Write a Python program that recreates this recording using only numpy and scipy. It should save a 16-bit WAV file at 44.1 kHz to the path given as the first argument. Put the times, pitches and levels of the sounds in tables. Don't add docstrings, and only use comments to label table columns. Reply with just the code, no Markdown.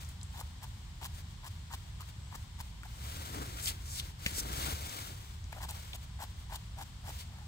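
import sys
import numpy as np
from scipy import signal
from scipy.fft import rfft, irfft, next_fast_len
from scipy.io import wavfile

SR = 44100
rng = np.random.default_rng(int(sys.argv[2]) if len(sys.argv) > 2 else 0)


def persist_wave(psi):
    counts = np.round(np.clip(psi, -1, 1) * 32767).astype(np.int16)
    wavfile.write(sys.argv[1], SR, np.atleast_2d(counts).T)


N = 329691
PADDED = next_fast_len(N, True)
TIME_S, BINS_HZ = np.arange(N) / SR, np.fft.rfftfreq(PADDED, 1 / SR)
KNIFE_LAG_MS, SLEEVE_LAG_MS = 0.16, 0.46

# start, fastest moment and end in seconds, crunch level in dB,
# stem resonance in Hz, hiss level in dB.
CUTS = [(0.325, 0.403, 0.422, -55, 900, -48), (0.612, 0.636, 0.66, -53.5, 920, -50.5),
        (1.004, 1.056, 1.074, -51, 920, -43), (1.424, 1.478, 1.488, -53, 960, -47),
        (1.696, 1.75, 1.758, -48, 970, -43), (1.997, 2.012, 2.026, -53, 1080, -49),
        (2.308, 2.322, 2.336, -54.5, 970, -60), (2.334, 2.355, 2.365, -49, 980, -46),
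        (2.58, 2.613, 2.619, -50, 960, -45), (2.843, 2.852, 2.87, -55, 880, -57),
        (5.52, 5.527, 5.535, -48, 830, -49), (5.545, 5.585, 5.6, -53, 760, -57),
        (5.594, 5.637, 5.665, -48, 900, -45), (5.683, 5.689, 5.73, -53, 860, -46),
        (5.725, 5.74, 5.81, -61, 720, -60), (5.93, 5.95, 5.968, -56, 750, -46),
        (6.18, 6.231, 6.256, -48, 890, -45.5), (6.482, 6.553, 6.578, -50, 900, -45.5),
        (6.753, 6.822, 6.843, -50.5, 800, -48), (7.025, 7.092, 7.122, -52, 800, -48),
        (7.25, 7.33, 7.475, -63, 790, -70)]
# frequency in Hz, relative level in dB.
RUMBLE_SPECTRUM = [(15, -40), (30, -11), (45, -4.5), (65, 1), (100, -3.5), (140, -10), (200, -18.5),
                   (280, -29), (400, -36.5), (900, -82)]
# frequency in Hz, coherence from 0 to 1.
NEAR_COHERENCE = [(100, .97), (1000, .92), (2500, .75), (5000, .56), (9000, .45), (14000, .25)]
FAR_COHERENCE = [(60, 0.99), (130, 0.99), (290, 0.73), (640, 0.5), (1400, 0), (15000, 0)]


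def gain_of(db):
    return 10 ** (np.asarray(db) / 20)


def unit_rms(x):
    return x / np.sqrt(np.mean(x ** 2) + 1e-20)


def per_bin(points):
    hz, value = np.transpose(points)
    return np.interp(np.log(BINS_HZ + 1), np.log(hz + 1), value)


def add(mix, start_s, sound):
    part = mix[:, max(round(start_s * SR), 0):][:, :sound.shape[-1]]
    part += sound[..., :part.shape[1]]


def resonate(x, hz, width_hz, passes=1):
    hz = min(hz, 0.45 * SR)
    for _ in range(passes):
        x = signal.lfilter(*signal.iirpeak(hz, hz / width_hz, SR), x)
    return x


def treble(x, hz):
    response = 1 - 1 / (1 + (BINS_HZ / hz) ** 8)
    return irfft(rfft(x, PADDED) * response, PADDED)[:, :N]


def at_ports(pair, coherence, lag_ms, spectrum=None):
    left, scattered = rfft(pair, PADDED)
    direct = np.clip(per_bin(coherence), -1, 1)
    delay = np.exp(-2j * np.pi * BINS_HZ * lag_ms / 1000)
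    right = direct * left * delay + np.sqrt(1 - direct ** 2) * scattered
    colour = 1 if spectrum is None else unit_rms(gain_of(per_bin(spectrum)))
    return irfft(np.array([left, right]) * colour, PADDED)[:, :N]


def flutter(per_s, depth_db):
    knots = np.clip(rng.standard_normal(N // 8), -2, 2)
    wander = np.interp(TIME_S * per_s, np.arange(len(knots)), knots)
    return unit_rms(gain_of(depth_db * wander))


def friction(per_s, spread_db, grain_share):
    slipping = rng.random(N) < per_s / SR
    size = gain_of(spread_db * np.minimum(rng.exponential(1, N), 3))
    slips = unit_rms(slipping * size * rng.choice([-1, 1], (2, N)))
    return np.sqrt(grain_share) * slips + np.sqrt(1 - grain_share) * rng.standard_normal((2, N))


def stroke(start_s, fastest_s, end_s):
    span = slice(round(start_s * SR), round(end_s * SR))
    turn_s = np.clip(fastest_s, start_s, end_s)
    rise = np.interp(TIME_S[span], [start_s, turn_s], [0, 1])
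    fall = 1 - np.interp(TIME_S[span], [turn_s, end_s], [0, 1]) ** 2
    return span, rise * fall


def rubbing_power(moves):
    power = np.zeros(N)
    for fastest_s, rise_s, fall_s, db in moves:
        span, speed = stroke(max(fastest_s - rise_s, 0), fastest_s, fastest_s + fall_s)
        power[span] += (gain_of(db) * speed) ** 2
    return power


def forest(rumble_db=-44.5, air_db=-58.5):
    # frequency in Hz, relative level in dB.
    air_spectrum = [(100, -23), (400, -2.5), (550, -2), (760, 3), (1000, 6), (1300, 1), (2000, 1),
                    (2600, -1.5), (3200, 3), (4500, -1.5), (6000, -5.5), (8800, -11.5), (10500, -18.5),
                    (15000, -13.5)]
    rumble = at_ports(rng.standard_normal((2, N)), FAR_COHERENCE, 0, RUMBLE_SPECTRUM)
    air = at_ports(rng.standard_normal((2, N)), FAR_COHERENCE, 0, air_spectrum)
    return gain_of(rumble_db) * rumble + gain_of(air_db) * air


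def draught(start_s=4.21, fastest_s=4.56, end_s=4.8, level_db=-41):
    span, speed = stroke(start_s, fastest_s, end_s)
    puff = at_ports(rng.standard_normal((2, N)), FAR_COHERENCE, 0, RUMBLE_SPECTRUM)
    out = np.zeros((2, N))
    add(out, start_s, gain_of(level_db) * speed * unit_rms(puff[:, span]))
    return out


def sleeve_and_gloves(rub_gain_db=3.5, fold_gain_db=6, shelf_hz=9000, sway_db=-11, jerk_db=-12):
    # fastest moment, rise and fall in seconds, level in dB.
    sweeps = [(3.09, .17, 0.45, -49), (3.42, 0.39, 0.34, -51), (3.6, 0.071, 0.18, -47.5),
              (4.06, 0.54, 0.069, -52.5), (4.29, 0.12, 0.26, -46.5), (4.63, 0.22, 0.15, -40.5),
              (4.94, 0.75, 0.24, -45.5), (5.14, 0.11, 0.3, -56.5)]
    grips = [(.01, 0.022, .04, -51), (.08, 0.083, 0.084, -59.5), (.33, .04, .09, -61),
             (.77, .06, 0.12, -67), (1.19, 0.095, 0.042, -54.5), (1.3, 0.043, 0.047, -63),
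             (1.88, .07, 0.042, -64), (2.09, .03, 0.028, -56), (2.93, 0.087, 0.16, -59.5),
             (5.77, 0.14, 0.2, -53), (6.04, .03, 0.017, -57), (6.39, 0.046, 0.087, -62.5),
             (7.15, 0.13, 0.14, -53.5)]
    # time in seconds, level in dB, swell and fade constant in seconds.
    buckles = [(3.41, -47.5, 0.094), (3.7, -61, 0.044), (4.5, -50, 0.1), (4.68, -49, 0.054)]
    # frequency in Hz, relative level in dB.
    rub_spectrum = [(100, -28), (500, 1.5), (900, 3.5), (1400, 4), (1800, 0), (2200, 2.5), (2650, 0),
                    (3300, 3.5), (4700, -0.5), (6200, -2), (8600, -6), (10500, -7), (15000, 0.5)]
    flap_spectrum = [(20, -26), (50, 7.5), (90, 10), (170, -0.5), (300, 4), (500, -4), (900, -5.5),
                     (1500, -6), (4000, -33)]

    lag_s, rise_s, fall_s, return_db, rest_db = 0.011, 0.084, 0.12, -63.5, -72.5
    returns = [(end_s + lag_s, rise_s, fall_s, return_db) for _, _, end_s, *_ in CUTS]
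    arm_power = rubbing_power(sweeps)
    rub_power = arm_power + rubbing_power(grips + returns) + gain_of(rest_db) ** 2
    shelf_db = -1.5 + 0.1 * (10 * np.log10(rub_power) + 54.5)
    fibres = friction(per_s=4000, spread_db=6, grain_share=0.26) * flutter(per_s=100, depth_db=1.7)
    rub = at_ports(fibres, NEAR_COHERENCE, SLEEVE_LAG_MS, rub_spectrum)
    rub = rub + treble(rub, shelf_hz) * (gain_of(shelf_db) - 1)

    flap = rng.standard_normal((2, N)) * flutter(per_s=70, depth_db=3)
    flap = at_ports(flap, NEAR_COHERENCE, SLEEVE_LAG_MS, flap_spectrum)
    buckle_power = sum((gain_of(db) * np.exp(-abs(TIME_S - at_s) / fade_s)) ** 2
                       for at_s, db, fade_s in buckles)
    cuff_jerks = [(fastest_s, fastest_s - start_s, end_s - fastest_s, db + jerk_db)
                  for start_s, fastest_s, end_s, db, *_ in CUTS]
    fold_power = buckle_power + rubbing_power(cuff_jerks) + gain_of(sway_db) ** 2 * arm_power
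    return gain_of(rub_gain_db) * rub * np.sqrt(rub_power) + gain_of(fold_gain_db) * flap * np.sqrt(fold_power)


def thumps(decay_s=0.0023):
    # time in seconds, level in dB, pitch in Hz.
    knocks = [(.411, -43, 517), (1.023, -45, 396), (4.2636, -20, 182), (4.263, -30, 517), (4.381, -35, 380),
              (5.937, -51, 520), (7.092, -40, 580)]
    t, out = TIME_S[:3000], np.zeros((2, N))
    for at_s, db, hz in knocks:
        add(out, at_s, gain_of(db) * np.sin(2 * np.pi * hz * t) * np.exp(-t / decay_s))
    return out


def ticks(gain_db=2, crack_db=-9, width_ratio=0.71, scatter_db=-22, scatter_s=0.035):
    # time in seconds, relative level in dB, ring in Hz, length in seconds.
    snaps = [(0.048, -48.5, 6000, 0.0024), (0.089, -49.5, 9100, 0.0036), (0.213, -47, 3800, 0.0034),
             (0.231, -46, 7840, 0.004), (0.405, -48, 12000, 0.0049), (0.411, -39.5, 930, 0.0074),
             (1.014, -49, 895, 0.012), (1.712, -46, 1010, 0.008), (1.728, -50, 5770, 0.0027),
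             (2.026, -53, 1500, 0.0098), (2.612, -51, 11900, 0.0037), (2.833, -43, 1380, .006),
             (3.586, -45, 2000, 0.011), (3.658, -36.5, 4870, 0.0064), (3.998, -31.5, 3700, 0.005),
             (4.2621, -29.5, 2400, 0.0088), (4.2637, -33.5, 4900, 0.0055), (4.894, -45, 5900, .005),
             (5.441, -55, 5000, 0.0046), (5.526, -45.5, 1880, 0.016), (5.548, -50, 750, .008),
             (5.566, -50, 740, 0.0071), (5.684, -51, 1000, .008), (5.709, -39, 11800, 0.0027),
             (5.932, -39.5, 2900, 0.0075), (6.201, -45, 870, 0.009), (6.785, -44.5, 810, 0.011),
             (7.386, -47.5, 1110, 0.0045)]
    t, out = TIME_S[:3000], np.zeros((2, N))
    for at_s, db, hz, length_s in snaps:
        crack = rng.standard_normal((2, len(t)))
        ring = unit_rms(resonate(crack, hz, width_ratio * hz, passes=2))
        fade = np.exp(-2 * t / length_s) + gain_of(scatter_db) * np.exp(-t / scatter_s)
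        add(out, at_s, gain_of(db + gain_db) * fade * (ring + gain_of(crack_db) * crack))
    return at_ports(out, NEAR_COHERENCE, KNIFE_LAG_MS)


def wipes(gain_db=2):
    # start, fastest moment and end in seconds, relative level in dB,
    # rasp centre and width in Hz, rasp level against the swish in dB.
    wipe_strokes = [(3.59, 3.645, 3.71, -40.5, 7500, 2000, -8), (3.66, 3.678, 3.712, -37, 3250, 350, 0),
                    (3.652, 3.683, 3.742, -41, 2400, 1800, 2), (3.79, 3.925, 3.99, -48, 6300, 2600, 1),
                    (3.925, 3.992, 4.015, -39.5, 4000, 2200, 0), (4.252, 4.264, 4.32, -42, 2300, 1200, -3),
                    (4.31, 4.398, 4.415, -35, 6000, 3500, -5), (7.165, 7.2, 7.24, -47.5, 2900, 1800, 5)]
    # frequency in Hz, relative level in dB.
    swish_spectrum = [(200, -20), (1000, -12), (2000, -5), (3500, -1.5), (5200, 1), (6500, -1), (8000, -1),
                      (10500, -1), (15000, 4)]
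    threads = friction(per_s=5000, spread_db=3, grain_share=0.35) * flutter(per_s=180, depth_db=1)
    out = np.zeros((2, N))
    for start_s, fastest_s, end_s, db, hz, width_hz, rasp_db in wipe_strokes:
        span, speed = stroke(start_s, fastest_s, end_s)
        rasp = unit_rms(resonate(threads[:, span], hz, width_hz))
        swish = unit_rms(threads[:, span] + gain_of(rasp_db) * rasp)
        add(out, start_s, gain_of(db + gain_db) * speed ** 1.5 * swish)
    return at_ports(out, NEAR_COHERENCE, SLEEVE_LAG_MS, swish_spectrum)


def blade_ring(width_hz=380):
    # start and end in seconds, mode in Hz, level in dB.
    slides = [(0.232, 0.353, 7550, -78), (2.128, 2.35, 7830, -76.5)]
    out = np.zeros((2, N))
    for start_s, end_s, hz, db in slides:
        span, speed = stroke(start_s, (start_s + end_s) / 2, end_s)
        ring = resonate(rng.standard_normal((2, N))[:, span], hz, width_hz, passes=2)
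        add(out, start_s, gain_of(db) * unit_rms(ring * np.sqrt(speed)))
    return out


def knife_cuts(fine_db=2, fine_hz=4500, bass_cut_hz=520):
    # ratio to the cut's stem resonance, width in Hz, relative level in dB.
    stem_modes = [(1, 440, 8.5), (1.58, 770, -2)]
    # frequency in Hz, relative level in dB.
    hiss_spectrum = [(300, -8), (900, 4), (2000, 0), (3000, 9), (5000, 3.5), (8000, -1), (10500, -1),
                     (15000, 4)]
    cells = friction(per_s=1400, spread_db=3, grain_share=0.8) * flutter(per_s=220, depth_db=2.5)
    cells = treble(cells, bass_cut_hz)
    slips = friction(per_s=3500, spread_db=7, grain_share=0.42) * flutter(per_s=800, depth_db=3.5)
    fine = treble(slips, fine_hz)
    coarse = slips - fine
    crunch, hiss = np.zeros((2, 2, N))
    for start_s, fastest_s, end_s, crunch_db, stem_hz, hiss_db in CUTS:
        span, speed = stroke(start_s, fastest_s, end_s)
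        burst = cells[:, span] * speed ** 0.25 * signal.windows.tukey(len(speed), 0.5)
        stem = sum(gain_of(db) * resonate(burst, stem_hz * ratio, width_hz, passes=2)
                   for ratio, width_hz, db in stem_modes)
        add(crunch, start_s, gain_of(crunch_db) * unit_rms(stem))
        slicing = coarse[:, span] + gain_of(fine_db) * fine[:, span] * np.sqrt(speed)
        add(hiss, start_s, gain_of(hiss_db) * speed * slicing)
    crunch = at_ports(crunch, NEAR_COHERENCE, KNIFE_LAG_MS)
    return crunch + at_ports(hiss, NEAR_COHERENCE, KNIFE_LAG_MS, hiss_spectrum)


def scene():
    blade = knife_cuts() + blade_ring() + wipes() + ticks()
    return blade + thumps() + sleeve_and_gloves() + draught() + forest()


def record(dry):
    # frequency in Hz, gain in dB.
    port_response = [(20, -1.5), (6500, 2), (7600, 8.5), (8800, 6), (10300, 3), (13000, 1.5), (16000, 0.5)]
    right_shade = [(20, 2), (150, -0.5), (350, -5.5), (1000, -4.5), (3000, -3.5), (5500, -0.5), (8500, -3),
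                   (11000, -3.5), (14000, -12)]
    left_db = per_bin(port_response)
    right_db = left_db + per_bin(right_shade)
    heard = irfft(rfft(dry, PADDED) * gain_of([left_db, right_db]), PADDED)[:, :N]
    low_pass = signal.firwin(511, 15800, window=("kaiser", 9), fs=SR)
    return signal.oaconvolve(heard, low_pass[None], "same")


dry = scene()
out = record(dry)
persist_wave(out)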